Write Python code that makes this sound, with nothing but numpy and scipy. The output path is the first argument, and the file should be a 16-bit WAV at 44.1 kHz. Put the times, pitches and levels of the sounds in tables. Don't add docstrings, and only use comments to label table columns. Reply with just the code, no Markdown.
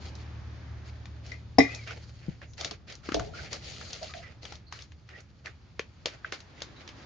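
import sys
import numpy as np
from scipy import signal
from scipy.io import wavfile
from scipy.ndimage import uniform_filter1d

SR = 44100
rng = np.random.default_rng(int(sys.argv[2]) if len(sys.argv) > 2 else 0)


def dump(signal):
    limited = np.clip(np.atleast_2d(signal).T, -1, 1)
    pcm = np.round(limited * 32767).astype(np.int16)
    wavfile.write(sys.argv[1], SR, pcm)


N = 310905
TIME_S = np.arange(N) / SR

# start_s, length_s, treble_db, middle_rel_treble_db
STROKES = [(0, 0.091, -50.5, -7), (0.14, 0.094, -59, -4), (0.842, 0.038, -54, 2), (1.233, 0.12, -56.5, 2.5),
           (1.613, 0.16, -58.5, 8.5), (1.859, 0.064, -58, 17), (2.026, 0.021, -70, 0),
           (2.207, 0.13, -70.5, 11.5), (2.409, 0.021, -58, 17), (2.567, 0.11, -41.5, -1),
           (2.684, 0.053, -59.5, 9.5), (2.867, 0.075, -49.5, 1.5), (3.027, 0.23, -49, 0),
           (3.332, 0.14, -48, 1.5), (3.506, 0.046, -35.5, -3.5), (3.624, 0.14, -43.5, -11.5),
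           (3.783, 0.32, -46.5, -8), (4.135, 0.049, -46, -6.5), (4.205, 0.11, -74, 20),
           (4.414, 0.14, -49.5, -1.5), (4.709, 0.115, -47.5, -4), (5.088, 0.11, -63.5, 12),
           (5.441, 0.044, -52, 9), (6.045, 0.095, -55, 9), (6.241, 0.038, -61, 16), (6.317, 0.028, -38, 2),
           (6.566, 0.069, -62, 12), (6.758, 0.078, -72, 12.5), (6.863, 0.024, -62, 13),
           (6.962, 0.1, -66, 9.5)]
# time_s, level_db
RUSTLE = [(0.0, -64.5), (1.59, -63.5), (1.71, -46.5), (2.3, -61.5), (2.8, -71), (3.3, -56.5), (3.91, -49.5),
          (4.51, -68.5), (7.05, -60.5)]
# centre_hz, first_pass_width_hz, relative_level_db
FILM_BANDS = [(3058, 2130, 8), (4310, 1400, 5.5), (6550, 3700, 1.5)]
# time_s, peak_db, centre_hz, broad_crack_share (0-1)
SMACKS = [(0.153, -38, 4500, 0.4), (1.056, -35.5, 2380, 1), (1.264, -36, 4670, 0.5), (1.318, -37, 4000, 1),
          (1.748, -28, 5170, 0.3), (1.874, -31.5, 1440, 0.4), (1.909, -28.5, 1370, 1),
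          (2.417, -36.5, 1520, 0.1), (2.535, -42.5, 4300, 0.3), (2.58, -35.5, 4000, 1),
          (2.611, -22, 4060, 0.6), (2.647, -17.5, 4050, 0.76), (2.711, -24.5, 3720, 0.9),
          (2.924, -31, 3820, 1), (2.953, -34.5, 4800, 0.6), (3.09, -24, 1320, 0.2),
          (3.12, -22.5, 1640, 0.33), (3.144, -17.5, 3660, 1), (3.196, -21.5, 1290, 0.9),
          (3.248, -38, 3000, 1), (3.53, -23, 4470, 1), (3.813, -33, 1300, 0.4), (3.931, -25.5, 4300, 0.27),
          (4.03, -30, 4250, 1), (4.138, -29, 2100, 0.01), (4.453, -27.5, 2420, 0.8),
          (4.523, -28.5, 830, 0.54), (4.555, -37.5, 4400, 0.3), (4.725, -25.5, 1550, 1),
          (4.79, -32.5, 2450, 0.7), (4.822, -36.5, 4800, 0.3), (4.92, -43, 2500, 1), (5.09, -40, 1890, 0.4),
          (5.205, -41.5, 6070, 0.6), (5.459, -26, 2010, 1), (5.794, -18, 2170, 0.4),
          (6.058, -15.5, 3240, 1), (6.323, -22, 1900, 1), (6.404, -33.5, 4100, 1), (6.605, -35, 2800, 0.8),
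          (6.62, -22.5, 4040, 1), (6.877, -34, 3140, 1), (6.89, -33, 2600, 1)]
# start_s, length_s, pitch_hz, rms_db
SQUELCHES = [(3.336, 0.041, 1350, -49), (3.386, 0.03, 1490, -46), (4.012, 0.06, 650, -42),
             (4.092, 0.055, 1213, -56), (4.141, 0.1, 665, -48), (4.226, 0.093, 1936, -54),
             (4.666, 0.07, 4310, -62), (5.128, 0.09, 1910, -53.5), (5.468, 0.017, 1900, -42),
             (6.245, 0.012, 1590, -33), (6.762, 0.073, 3920, -60.5)]
# start_s, level_db, pitch_hz
THUDS = [(2.283, -15.5, 164), (2.289, -17, 159), (3.088, -17.5, 310), (3.119, -19, 296),
         (5.795, -19.5, 440), (6.057, -23.5, 450), (6.068, -22, 538), (6.323, -28, 395), (6.618, -31, 554)]
# start_s, level_db, pitch_hz
BOOMS = [(3.149, -31.5, 54.5), (3.202, -36, 118.8)]
# start_s, level_db, outer_db (crack and modes outside 1500-3000 Hz), rattle_decay_s (to 1/e)
POT_BLOWS = [(1.318, -30, -26, 0.015), (1.584, -12.5, 3, 0.007), (1.588, -13.5, -4.5, .02),
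             (1.603, -10.5, -11, 0.022), (1.65, -22, -20.5, 0.045)]
# pitch_hz, relative_level_db, t60_s, left_minus_right_db
POT_MODES = [(135, -18, 0.17, 5.5), (217, -19, 0.033, 2), (280.2, 0, 0.12, -1), (310, -8.5, .12, -9.5),
             (386, -2, 0.074, 6), (446.4, -3, 0.1, -5), (678, 0, 0.035, 5.5), (740, -8.5, 0.045, 9),
             (1162, -24, 0.19, -2.5), (1976, -17, 0.2, 3.5), (2024, -12, 0.11, 14), (2100, -18.5, 0.22, 4),
             (2374, -23, 0.13, -6.5), (2400, -27, 0.3, 3), (3210, -32, 0.078, 0), (3750, -24, 0.21, 3),
             (5130, -16.5, 0.11, 0.5), (5070, -9, 0.044, 6), (5500, -20.5, 0.095, -3.5),
             (6150, -32.5, 0.043, -3.5)]
# start_s, level_db, outer_db (as for the pot), rattle_decay_s (to 1/e)
BOWL_BLOWS = [(2.61, -48, -1, 0.008), (2.648, -44, 0.5, 0.018), (2.712, -45.5, 1, 0.0061),
              (3.143, -28.5, 0, 0.0049), (3.165, -37, 7, 0.081)]
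# pitch_hz, relative_level_db, t60_s, left_minus_right_db
BOWL_MODES = [(200, -8, 0.071, 0), (310, -2, 0.066, -4), (421, 2, 0.082, -13.5), (577, 0.5, 0.041, 11),
              (665, 3, 0.053, 12)]
# time_s, hum_db, rumble_db
ENGINE = [(0.0, -48, -40), (0.23, -42.5, -41.5), (1.82, -46, -44.5), (3.02, -60.5, -46.5),
          (3.22, -57, -40.5), (5.1, -59.5, -49.5), (7.05, -67.5, -47.5)]
# multiple_of_turn_rate, relative_level_db
ENGINE_ORDERS = [(2, 0), (3, -3)]
# frequency_hz, relative_band_level_db
YARD_SPECTRUM = [(88, -31), (150, -10.5), (308, -2.5), (357, -24.5), (457, -7.5), (823, -10), (1510, -12.5),
                 (4090, -19.5), (6470, -30.5), (7500, -34), (9750, -71), (16500, -120)]

LOW_REL_TREBLE_DB, LOW_DB_PER_MIDDLE_DB = -2.5, 0.88
STROKE_LEFT_MINUS_RIGHT_DB, PAN_DB_PER_MIDDLE_DB = 0.3, -0.22
SMACK_T60_S, SMACK_LEFT_MINUS_RIGHT_DB, SMACK_PAN_SPREAD_DB = 0.0083, 2.0, 1
POCKET_WIDTH_SHARE, POCKET_BLUR_CYCLES = 0.041, 3.3
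THUD_T60_S, BOOM_T60_S = 0.022, 0.42
SQUEAK_S, SQUEAK_LENGTH_S, SQUEAK_DB, SQUEAK_FADE_DB_PER_S = 1.69, 0.165, -42, 70
SQUEAK_HZ, SQUEAK_SAG_HZ = 2523, 300
ENGINE_HZ, YARD_RMS_DB, WHISPER_RMS_DB = 37.86, -58.5, -79.5
WALL_T60_S, WALL_DB = 0.22, -15.5
MIC_HZ, MIC_LEAK_DB, TOP_HZ = 6840, -25.5, 10000


def undb(db):
    return 10 ** (np.asarray(db) / 20)


def level(x, rms_db):
    return x * undb(rms_db) / np.sqrt(np.mean(x ** 2))


def band(x, hz, width_hz):
    return signal.lfilter(*signal.iirpeak(hz, hz / width_hz, SR), x)


def walk(rate_hz):
    hold_samples = int(SR / rate_hz)
    steps = rng.standard_normal(size=int(TIME_S[-1] * rate_hz) + 1)
    held = steps[(TIME_S * rate_hz).astype(int)]
    return 1.87 * uniform_filter1d(uniform_filter1d(held, hold_samples), hold_samples)


def pair(make, alike):
    alike = np.clip(alike, 0, 1)
    shared = np.sqrt((1 + alike) / 2) * make()
    opposed = np.sqrt((1 - alike) / 2) * make() * np.array([[1], [-1]])
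    return shared + opposed


def add(out, start_s, sound):
    k = int(start_s * SR)
    out[..., k:k + sound.shape[-1]] += sound[..., :N - k]


def ring(t, hz, t60_s, phase=0.):
    return np.sin(2 * np.pi * hz * t + phase) * np.exp(-np.log(1000) * t / t60_s)


def rubbing():
    snap_size = undb(3.0 * np.minimum(rng.exponential(size=N), 4.5) + 2.6 * walk(70))

    def film_noise():
        snaps = snap_size * (rng.random(N) < 3000 / SR) * rng.standard_normal(N)
        return snaps + 0.59 * rng.standard_normal(N)

    film = pair(film_noise, 0.39)
    treble = sum(undb(db + walk(60)) * band(band(film, hz, width_hz), hz, 2 * width_hz)
                 for hz, width_hz, db in FILM_BANDS)
    middle = sum(undb(walk(60)) * band(band(film, hz, 0.83 * hz), hz, 0.64 * hz) for hz in (1400, 2100))
    low = undb(walk(30)) * band(band(film, 570, 750), 520, 900)

    rustle = undb(np.interp(TIME_S, *np.transpose(RUSTLE)))
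    gains = np.zeros((3, 2, N)) + rustle * undb([-2.5, -5.0, -8.0])[:, None, None]
    for start_s, length_s, treble_db, middle_db in STROKES:
        low_db = LOW_REL_TREBLE_DB + LOW_DB_PER_MIDDLE_DB * middle_db
        pan_db = STROKE_LEFT_MINUS_RIGHT_DB + PAN_DB_PER_MIDDLE_DB * middle_db
        t = TIME_S[:int((length_s + .1) * SR)]
        fade = np.exp(-.4 * t / length_s - np.maximum(t - length_s, 0) / 0.023)
        shape = np.minimum(t / 0.025, 1) * fade
        layer_db = treble_db + np.add.outer([0, middle_db, low_db], [pan_db / 2, -pan_db / 2])
        add(gains, max(start_s, 0), undb(layer_db)[..., None] * shape)
    return sum(level(layer, 0) * gain for layer, gain in zip((treble, middle, low), gains))


def smacks():
    out, t = np.zeros((2, N)), TIME_S[:SR // 10]
    attack = (1 - np.exp(-t / 0.0017)) ** 2
    shape = attack * (np.exp(-np.log(1000) * t / SMACK_T60_S) + undb(-28.5) * np.exp(-t / 0.018))
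    for time_s, peak_db, hz, broad in SMACKS:
        pan_db = SMACK_LEFT_MINUS_RIGHT_DB + SMACK_PAN_SPREAD_DB * rng.standard_normal()
        noise = pair(lambda: rng.standard_normal(len(t)), 0.67)
        colour = band(band(noise, hz, hz), hz, hz) + broad * band(noise, 1800, 4600)
        snap = colour * shape
        snap = snap / abs(snap.mean(axis=0)).max()
        add(out, time_s - .0012, undb(peak_db + np.array([[pan_db], [-pan_db]]) / 2) * snap)
    return out


def squelches():
    out, t = np.zeros((2, N)), TIME_S[:SR // 10]
    for start_s, length_s, hz, db in SQUELCHES:
        width_hz = POCKET_WIDTH_SHARE * hz + POCKET_BLUR_CYCLES / length_s
        shape = np.sin(np.pi * np.minimum(t / length_s, 1) ** 0.29)
        puff = pair(lambda: rng.standard_normal(len(t)), 0.43) * shape
        pocket = band(band(puff, hz, width_hz), hz, 2 * width_hz)
        over_length = np.sqrt(length_s * SR / len(t))
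        add(out, start_s, level(pocket, db) * over_length * undb([[-1.5], [1.5]]))
    return out


def thuds(blows, t60_s):
    out, t = np.zeros((2, N)), TIME_S[:SR // 2]
    for start_s, db, hz in blows:
        swing = np.minimum(t / 0.0019, 1) * ring(t, hz, t60_s, np.array([[.3], [-.3]]))
        add(out, start_s, undb(db + np.array([[2.5], [-2.5]])) * swing)
    return out


def steel(blows, modes, crack_db):
    out, t = np.zeros((2, N)), TIME_S[:SR // 2]
    split = .016 * rng.standard_normal((len(modes), 3, 1, 1)) * np.array([0, 1, 1])[:, None, None]
    phases = 1.2 * rng.standard_normal((len(modes), 3, 2, 1))
    for start_s, db, outer_db, rattle_s in blows:
        crack = band(rng.standard_normal((2, len(t))), 3800, 4600) * np.exp(-t / 0.027)
        body = undb(crack_db + outer_db) * crack
        for (hz, mode_db, t60_s, pan_db), apart, phase in zip(modes, split, phases):
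            outside = abs(hz - 2250) > 750
            port_db = mode_db - 5.5 + outer_db * outside + np.array([[pan_db], [-pan_db]]) / 2
            high = min(hz / 450, 1)
            trio = ring(t, hz * (1 + high * apart), t60_s, high * phase).sum(axis=0)
            body += undb(port_db) * np.minimum(t / 0.0014, 1) * trio
        chatter = rng.standard_normal(len(t)) * np.exp(-t / rattle_s)
        drive = 0.95 * chatter / np.sqrt(np.sum(chatter ** 2)) + (t == 0)
        add(out, start_s, undb(db) * signal.fftconvolve(body, drive[None], axes=1)[:, :len(t)])
    return out


def squeak():
    done = np.clip((TIME_S - SQUEAK_S) / SQUEAK_LENGTH_S, 0, 1)
    hz = SQUEAK_HZ - SQUEAK_SAG_HZ * np.clip((done - .5) / .3, 0, 1)
    phase = 2 * np.pi * np.cumsum(hz * (1 + 0.0149 * walk(300))) / SR
    gate = np.minimum(np.minimum(done, 1 - done) * SQUEAK_LENGTH_S / 0.015, 1)
    fade_db = SQUEAK_FADE_DB_PER_S * done * SQUEAK_LENGTH_S
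    return np.sin(phase) * gate * undb(SQUEAK_DB - fade_db + 2.5 * walk(110))


def engine():
    time_s, hum_db, rumble_db = np.transpose(ENGINE)
    turn = 2 * np.pi * np.cumsum(ENGINE_HZ * (1 + 0.0034 * walk(1.925))) / SR
    hum = sum(undb(db + 1.3 * walk(2.3)) * np.sqrt(2) * np.sin(order * turn) for order, db in ENGINE_ORDERS)
    noise = pair(lambda: rng.standard_normal(N), 0.83)
    rumble = band(band(noise, 83.2, 40), 56, 60)
    rumble = rumble + 0.48 * band(band(noise, 101.2, 45), 125, 170) + 0.17 * band(noise, 40, 39.9)
    hum_gain = undb(np.interp(TIME_S, time_s, hum_db))
    rumble_gain = undb(np.interp(TIME_S, time_s, rumble_db))
    return hum * hum_gain + level(rumble, -4.5) * rumble_gain


def yard():
    air, swell, (hzs, dbs) = 0, walk(0.65), np.transpose(YARD_SPECTRUM)
    for hz in 150 * 2 ** np.arange(0, 5.8, .5):
        noise = pair(lambda: rng.standard_normal(N), 130 / hz + 0.22)
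        db = np.interp(np.log(hz), np.log(hzs), dbs) + 4.17 * swell + 0.95 * walk(5.8)
        air = air + undb(db) * band(band(noise, hz, hz / 2), hz, hz / 2)
    whisper = undb(10.0 * walk(11.0)) * pair(lambda: band(rng.standard_normal(N), 6500, 500), 0.38)
    return level(air, YARD_RMS_DB) + level(whisper, WHISPER_RMS_DB)


def walls(near):
    t = TIME_S[:SR // 2]
    fade = np.minimum(t / 0.0065, 1) * np.exp(-np.log(1000) * t / WALL_T60_S)
    tail = rng.standard_normal((2, len(t))) * fade
    tail = tail * undb(WALL_DB) / np.sqrt(np.sum(tail ** 2) / 2)
    return signal.fftconvolve(near.mean(axis=0)[None], tail, axes=1)[:, :N]


def scene():
    near = steel(POT_BLOWS, POT_MODES, crack_db=-16.0) + steel(BOWL_BLOWS, BOWL_MODES, crack_db=-17)
    near = near + smacks() + squelches() + thuds(THUDS, THUD_T60_S) + thuds(BOOMS, BOOM_T60_S)
    return near + walls(near) + squeak() + rubbing() + engine() + yard()


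def record(dry):
    dry = signal.sosfilt(signal.butter(2, 42, "high", fs=SR, output="sos"), dry)
    steep = signal.cheby1(8, 1, MIC_HZ, fs=SR, output="sos")
    dull = signal.sosfilt(steep, dry) + undb(MIC_LEAK_DB) * dry
    final_low_pass = signal.ellip(8, .2, 70, TOP_HZ, fs=SR, output="sos")
    return signal.sosfilt(final_low_pass, np.clip(dull, -1, 1))


dry = scene()
out = record(dry)
dump(out)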